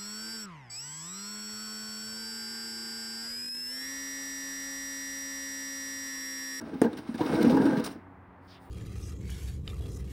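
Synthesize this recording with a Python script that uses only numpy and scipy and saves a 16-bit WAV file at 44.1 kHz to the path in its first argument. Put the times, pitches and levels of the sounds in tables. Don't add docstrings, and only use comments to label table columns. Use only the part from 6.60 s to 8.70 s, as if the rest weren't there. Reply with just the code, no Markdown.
import sys
import numpy as np
from scipy import signal
from scipy.fft import rfft, irfft
from scipy.io import wavfile
from scipy.ndimage import uniform_filter1d

SR = 44100
rng = np.random.default_rng(int(sys.argv[2]) if len(sys.argv) > 2 else 0)


def linear_from_db(decibels):
    return 10 ** (np.asarray(decibels, float) / 20)


def inscribe(sig):
    pcm = np.round(np.clip(np.atleast_2d(sig).T, -1, 1) * 32767)
    wavfile.write(sys.argv[1], SR, pcm.astype(np.int16))


N = 92610
T = np.arange(N) / SR

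# (time [s], peak level [dB], pitch [Hz], hardness [dB])
JOLTS = [(0.011, -30, 303, 8), (0.067, -62, 305, -13), (0.093, -36, 278, -3), (0.131, -23.5, 272, 3),
         (0.176, -31, 272, -15), (0.2413, -12, 291, 4.5), (0.262, -14.5, 269, -4.5),
         (0.328, -26.5, 310, 1.5), (0.388, -34.5, 298, 8.5), (0.436, -33, 284, -14), (0.489, -17, 239, -10),
         (0.544, -19, 245, 2), (0.592, -24, 249, -19), (0.607, -11.5, 311, 5), (0.655, -15.5, 280, 1.5),
         (0.694, -19.5, 326, 5.5), (0.789, -18, 272, 6), (0.844, -8, 250, -10), (0.869, -6.5, 249, -16),
         (0.923, -10.5, 238, -15), (0.968, -16.5, 274, 13.5), (0.997, -9, 231, -24),
         (1.016, -10.5, 215, 2.5), (1.054, -10, 324, -6), (1.129, -15.5, 227, 0), (1.172, -13.5, 187, -3.5),
         (1.193, -13, 250, 3), (1.351, -31.5, 238, 8.5), (1.479, -40.5, 286, -18)]


def unit(x):
    return x / np.sqrt(np.mean(x ** 2))


def highpass(x, hz, order=4):
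    return signal.sosfilt(signal.butter(order, hz, "high", fs=SR, output="sos"), x)


def curve(table):
    s, db = np.array(table).T
    return linear_from_db(np.interp(T, np.r_[s, s[-1] + .1], np.r_[db, db[-1] - 40]))


def colour(x, table):
    hz, db = np.array(table).T
    f = np.maximum(np.fft.rfftfreq(N, 1 / SR), 1)
    gain = linear_from_db(np.interp(np.log(f), np.log(hz), db))
    return irfft(rfft(x) * gain, N)


def ring(x, hz, t60):
    pole = np.exp(2j * np.pi * hz / SR - np.log(1000) / (t60 * SR))
    return signal.lfilter([1], [1, -pole], x).imag


def grains(rate, spread_db):
    when, sign, strength = rng.random((3, N))
    clicks = (when < rate / SR) * np.sign(sign - .5)
    return unit(clicks * linear_from_db(-spread_db * np.log(1 - strength)))


def walk(rate):
    k = int(SR / rate)
    held = np.repeat(rng.standard_normal(size=128)[:N // k + 1], k)
    return unit(uniform_filter1d(uniform_filter1d(held, k), k)[:N])


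def burst(s, rise, fall):
    d = np.maximum(T - s, 0)
    return (1 - np.exp(-d / rise)) * np.exp(-d / fall)


def stick_slip():
    # (time [s], level [dB])
    pressure = [(0, -43.5), (.14, -36), (.2, -54), (.222, -50), (.236, -44), (.25, -26.5), (.27, -27.5),
                (.3, -52), (.46, -46), (.575, -45), (.6, -41), (.75, -26), (.85, -22.5), (1.0, -25.5),
                (1.13, -26), (1.2, -39.5), (1.28, -38.5), (1.34, -58.5)]
    push_s = 0.00026

    def soften(x):
        return signal.lfilter([1], [1, -np.exp(-1 / (push_s * SR))], x)

    slips = grains(2500, 1.5) * curve(pressure)
    rattle = rng.standard_normal(N)
    shake = sum(linear_from_db(db - 4 + hard_db) * burst(s, 0.0023, 0.0051) for s, db, hz, hard_db in JOLTS)
    return soften(slips + rattle * shake) / np.std(soften(rattle))


def frame():
    # (frequency [Hz], level [dB], decay t60 [s])
    modes = [(129, -19.5, 0.074), (152, -20, 0.068), (215, -5.5, 0.026), (245, 0, 0.11), (278, 1, 0.05),
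             (328.8, -2, 0.062), (394.2, -10.5, 0.14), (464.5, -6.5, 0.055), (513, -13, 0.044),
             (643, -13.5, 0.067), (825.4, -16, 0.14), (948, -13, 0.085), (1150, -24, 0.017),
             (1580, -10.5, 0.05)]
    t60_share = .75
    push = stick_slip()
    body = 0
    for k, (hz, db, t60) in enumerate(modes):
        uneven = push * linear_from_db(2.5 * walk(25))
        mode = ring(uneven, hz, t60 * t60_share) / np.sqrt(t60 * SR)
        body = body + (-1) ** k * linear_from_db(db) * mode
    notes = 0
    for s, db, hz, hard_db in JOLTS:
        note = np.sin(2 * np.pi * hz * (T - s))
        notes = notes + linear_from_db(db - 5.5) * burst(s, 0.0026, 0.051 / np.log(1000)) * note
    return highpass(body + 2 * notes, 117.6)


def catches():
    # (time [s], peak level [dB], pitch [Hz])
    struts = [(0.217, -17, 444), (0.242, -21.5, 471), (0.542, -45, 514), (0.605, -27.5, 481),
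              (0.641, -34.5, 498), (0.705, -32.5, 465), (0.732, -22.5, 479), (0.777, -26.5, 486),
              (0.802, -22, 466), (0.845, -20.5, 474), (0.9, -19, 509), (0.942, -21, 429), (0.969, -29, 406),
              (1.01, -28, 468), (1.05, -29, 443), (1.125, -24.5, 494), (1.173, -30, 415),
              (1.194, -26.5, 488)]
    # (time [s], peak level [dB], pitch [Hz])
    rails = [(0.216, -30.5, 714), (0.243, -31, 855), (0.461, -46, 764), (0.592, -26.5, 734),
             (0.609, -28, 970), (0.636, -34, 950), (0.698, -42, 780), (0.783, -40, 845), (0.879, -30, 816),
             (0.918, -32, 820), (0.953, -31.5, 833), (0.974, -34, 958), (1.003, -35, 838),
             (1.021, -34, 733), (1.065, -31.5, 859), (1.09, -33.5, 870), (1.12, -43, 736),
             (1.185, -42, 964)]
    # (time [s], peak level [dB], pitch [Hz])
    strands = [(0.2178, -35, 1690), (0.242, -42, 1590), (0.3786, -41.5, 1530), (0.5421, -42, 1695),
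               (0.591, -46, 1546), (0.6063, -49, 1580), (0.6693, -48, 1530), (0.737, -40, 1468),
               (0.7516, -35, 2190), (0.7862, -33, 1484), (0.8404, -36, 1570), (0.8974, -34, 1453),
               (0.9296, -34, 1530), (0.969, -39, 1663), (1.0055, -33.5, 1620), (1.02, -37, 1440),
               (1.0553, -40, 1636), (1.0884, -45, 1580), (1.1647, -40, 1740), (1.1808, -34, 1590),
               (1.2385, -39, 1490), (1.2555, -36, 1595)]
    out = 0
    # events, level [dB], rise [s], t60 [s], roughness [0-1]
    for rows, part_db, rise, t60, rough in ((struts, 0, .006, .07, .3),
                                            (rails, 0, .005, .065, .4),
                                            (strands, -2, .005, .055, .5)):
        flutter = 1 + rough * unit(uniform_filter1d(rng.standard_normal(N), size=100))
        tones = 0
        for s, db, hz in rows:
            envelope = burst(s, rise, t60 / np.log(1000))
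            tones = tones + linear_from_db(db + part_db) * 2 * envelope * np.sin(2 * np.pi * hz * (T - s))
        out = out + flutter * tones
    return out


def knock():
    # (frequency [Hz], level [dB], decay t60 [s])
    modes = [(270, -12, 0.052), (314, -18, 0.069), (471.5, -11, 0.029), (622, -20, 0.014),
             (865, -31, 0.076), (1221, -27.5, 0.021), (1490, -20, 0.0086), (2064, -19.5, 0.0074),
             (2930, -31.5, 0.0035), (3890, -33, 0.0069), (5260, -35, 0.0036), (8360, -37, 0.0107),
             (9180, -25.5, 0.0047), (14800, -33.5, 0.0038)]
    knock_s, rise_s, crack_hz, crack_s = .2168, 0.0021, 1800, 0.0022
    d = np.maximum(T - knock_s, 0)
    crack = burst(knock_s - .001, rise_s, crack_s) * rng.standard_normal(N)
    thud, bright = 0, 0
    for hz, db, t60 in modes:
        if hz < crack_hz:
            thud = thud + linear_from_db(db - 60 * d / t60) * np.sin(2 * np.pi * hz * d)
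        else:
            bright = bright + linear_from_db(db) * ring(crack, hz, t60)
    thud = thud * (1 - np.exp(-d / rise_s))
    splinter = linear_from_db(-25) * signal.lfilter(*signal.butter(1, (1800, 6500), "band", fs=SR), crack)
    return 2 * splinter + 2 * thud + 0.3 * bright


def gritty(patch_db):
    # (frequency [Hz], level [dB])
    stone = [(300, -0.5), (700, 1.5), (1700, -10), (2400, -12), (5900, -20.5), (7000, -33.5), (9200, -42),
             (13500, -54)]
    # (frequency [Hz], width [Hz], level [dB])
    weave = [(1390, 880, 13), (1790, 87, -10), (2167, 80, 9.5), (2590, 187, -14), (2780, 590, -2),
             (3716, 170, 3.5), (4077, 126, 3.5), (4820, 430, -1.5), (5510, 490, -1.5), (9110, 2000, -6.5),
             (16600, 2840, -3.5)]

    def patchy_grains():
        return grains(5000, 2.5) * linear_from_db(patch_db * walk(29.9))

    peaks = 0
    for hz, width, db in weave:
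        peak = ring(ring(patchy_grains(), hz, 2.2 / width), hz, 1.5 / width)
        peaks = peaks + linear_from_db(db) * unit(peak) * np.sqrt(width)
    x = unit(colour(patchy_grains(), stone)) + linear_from_db(-2) * unit(peaks)
    return x / np.std(highpass(x, 3000))


def swell(s, d):
    u = np.maximum(T - s, 0) / d
    return u * np.exp(-u ** 1.87)


def grinding():
    # (time [s], level [dB])
    strength = [(0, -62.5), (.15, -63.5), (.2, -63.5), (.24, -50), (.285, -63), (.315, -63), (.42, -63),
                (.53, -62), (.57, -59.5), (.59, -50), (.75, -48), (.9, -47), (1.14, -52), (1.225, -56),
                (1.27, -50.5), (1.33, -60.5), (1.38, -76)]
    return curve(strength) * linear_from_db(-1 + 1.2 * walk(39.8)) * gritty(1.8)


def crunches():
    # (time [s], peak level [dB], length [s], level of the top [dB])
    events = [(0.0094, -47, 0.0072, 7), (0.135, -42, 0.013, -7), (0.229, -44, 0.008, 5),
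              (0.3276, -34, 0.0076, -8), (0.345, -52, 0.005, -6), (0.297, -51, 0.0083, -14),
              (0.369, -32, 0.0092, -2.5), (0.382, -36, 0.0085, -2), (0.393, -48, 0.012, -1),
              (0.468, -41, 0.017, -6), (0.538, -36.5, 0.017, -2), (0.578, -33.5, 0.0064, -3),
              (0.605, -29.5, 0.0094, -8), (0.659, -28, 0.0093, -7), (0.702, -64, 0.012, -1.5),
              (0.74, -26.5, 0.015, -7), (0.802, -32, 0.015, -4), (0.813, -29, 0.0089, -3),
              (0.8267, -24, 0.0046, 2.5), (0.894, -30.5, 0.019, 0.5), (0.965, -35.5, 0.0088, 5.5),
              (1.012, -33, 0.012, -5), (1.05, -31.5, 0.013, -1.5), (1.165, -32.5, 0.014, -2.5),
              (1.193, -32.5, 0.0091, 0.5), (1.239, -37, 0.0042, 10), (1.2414, -33.5, 0.0076, 12),
              (1.254, -36.5, 0.0052, 9.5), (1.2594, -28, 0.0058, 7.5), (1.268, -43, 0.0066, 15),
              (1.282, -43.5, 0.012, 6), (1.301, -44.5, 0.021, 7.5)]
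    split_hz = 4700
    crunch = highpass(gritty(0.5), 2830, 2)
    low = signal.sosfiltfilt(signal.butter(4, split_hz, fs=SR, output="sos"), crunch)
    top = crunch - low
    return sum(linear_from_db(db - 12) * 2 * swell(s, d) * (low + linear_from_db(top_db) * top) for s, db, d, top_db in events)


def shoe():
    # (time [s], length [s], level [dB], share of top [0-1])
    scuffs = [
        (1.872, 0.13, -55, 0.05),
        (1.99, 0.12, -66.5, 0.4),
        (1.805, 0.22, -72, 0.36),
    ]

    def band(hz, t60):
        return unit(ring(ring(grains(12000, 1.0), hz, t60), hz, t60))

    out = 0
    for s, d, db, top in scuffs:
        u = np.clip((T - s) / d, 0, 1)
        low = band(3650, 0.0029) * 0.44 + band(4830, 0.0015) * (1 - u) + band(3000, 0.00092) * u
        high = band(9300, 0.00093) + band(15000, .002) * 1.1 + band(7300, 0.00051) * 0.44
        envelope = u ** 1.01 * (1 - u) ** 1.17 * 4
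        out = out + linear_from_db(db) * envelope * (low * (1 - top) + top * high)
    return out


def wall(near):
    t60_s, delay_s = 0.32, .008
    t = T[:SR // 2]
    dull = signal.lfilter([1], [1, -.8], rng.standard_normal(len(t)))
    tail = dull * linear_from_db(-60 * t / t60_s) * (t > delay_s)
    return linear_from_db(-19) * signal.fftconvolve(near, tail / np.sqrt(np.sum(tail ** 2)))[:N]


def traffic():
    # (frequency [Hz], level [dB])
    far = [(30, -4), (90, -7), (280, -13), (550, -17), (850, -13), (2000, -22.5), (3000, -39), (6000, -59)]
    f = np.fft.rfftfreq(N, 1 / SR)
    spectrum = rfft(colour(rng.standard_normal(N), far))
    slow = walk(0.49)
    out = 0
    for hz in 30 * 2. ** np.arange(10):
        weight = np.clip(1 - np.abs(np.log2(np.maximum(f, 1) / hz)), 0, 1)
        out = out + irfft(spectrum * weight, N) * linear_from_db(.5 * slow + 1.2 * walk(8.97))
    return unit(out) * linear_from_db(-53.5)


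def motor():
    # (frequency [Hz], level [dB])
    partials = [(91.5, -58), (183.0, -60.5), (274.5, -58.5), (366.1, -64)]
    turn = 2 * np.pi * np.cumsum(1 + 0.01186 * walk(13)) / SR
    return sum(linear_from_db(db + 3.7 * walk(16)) * np.sin(hz * turn) for hz, db in partials)


def scene():
    near = frame() + catches() + knock() + grinding() + crunches() + shoe()
    return (near + wall(near) + traffic() + motor())[None]


def band_limit(x):
    return signal.sosfilt(signal.butter(12, 16960, fs=SR, output="sos"), x)


def record(dry):
    mix = signal.sosfilt(signal.ellip(8, .2, 60, 15850, fs=SR, output="sos"), dry)
    mix = highpass(mix, 58, 5)
    return band_limit(mix)


dry = scene()
out = record(dry)
inscribe(out)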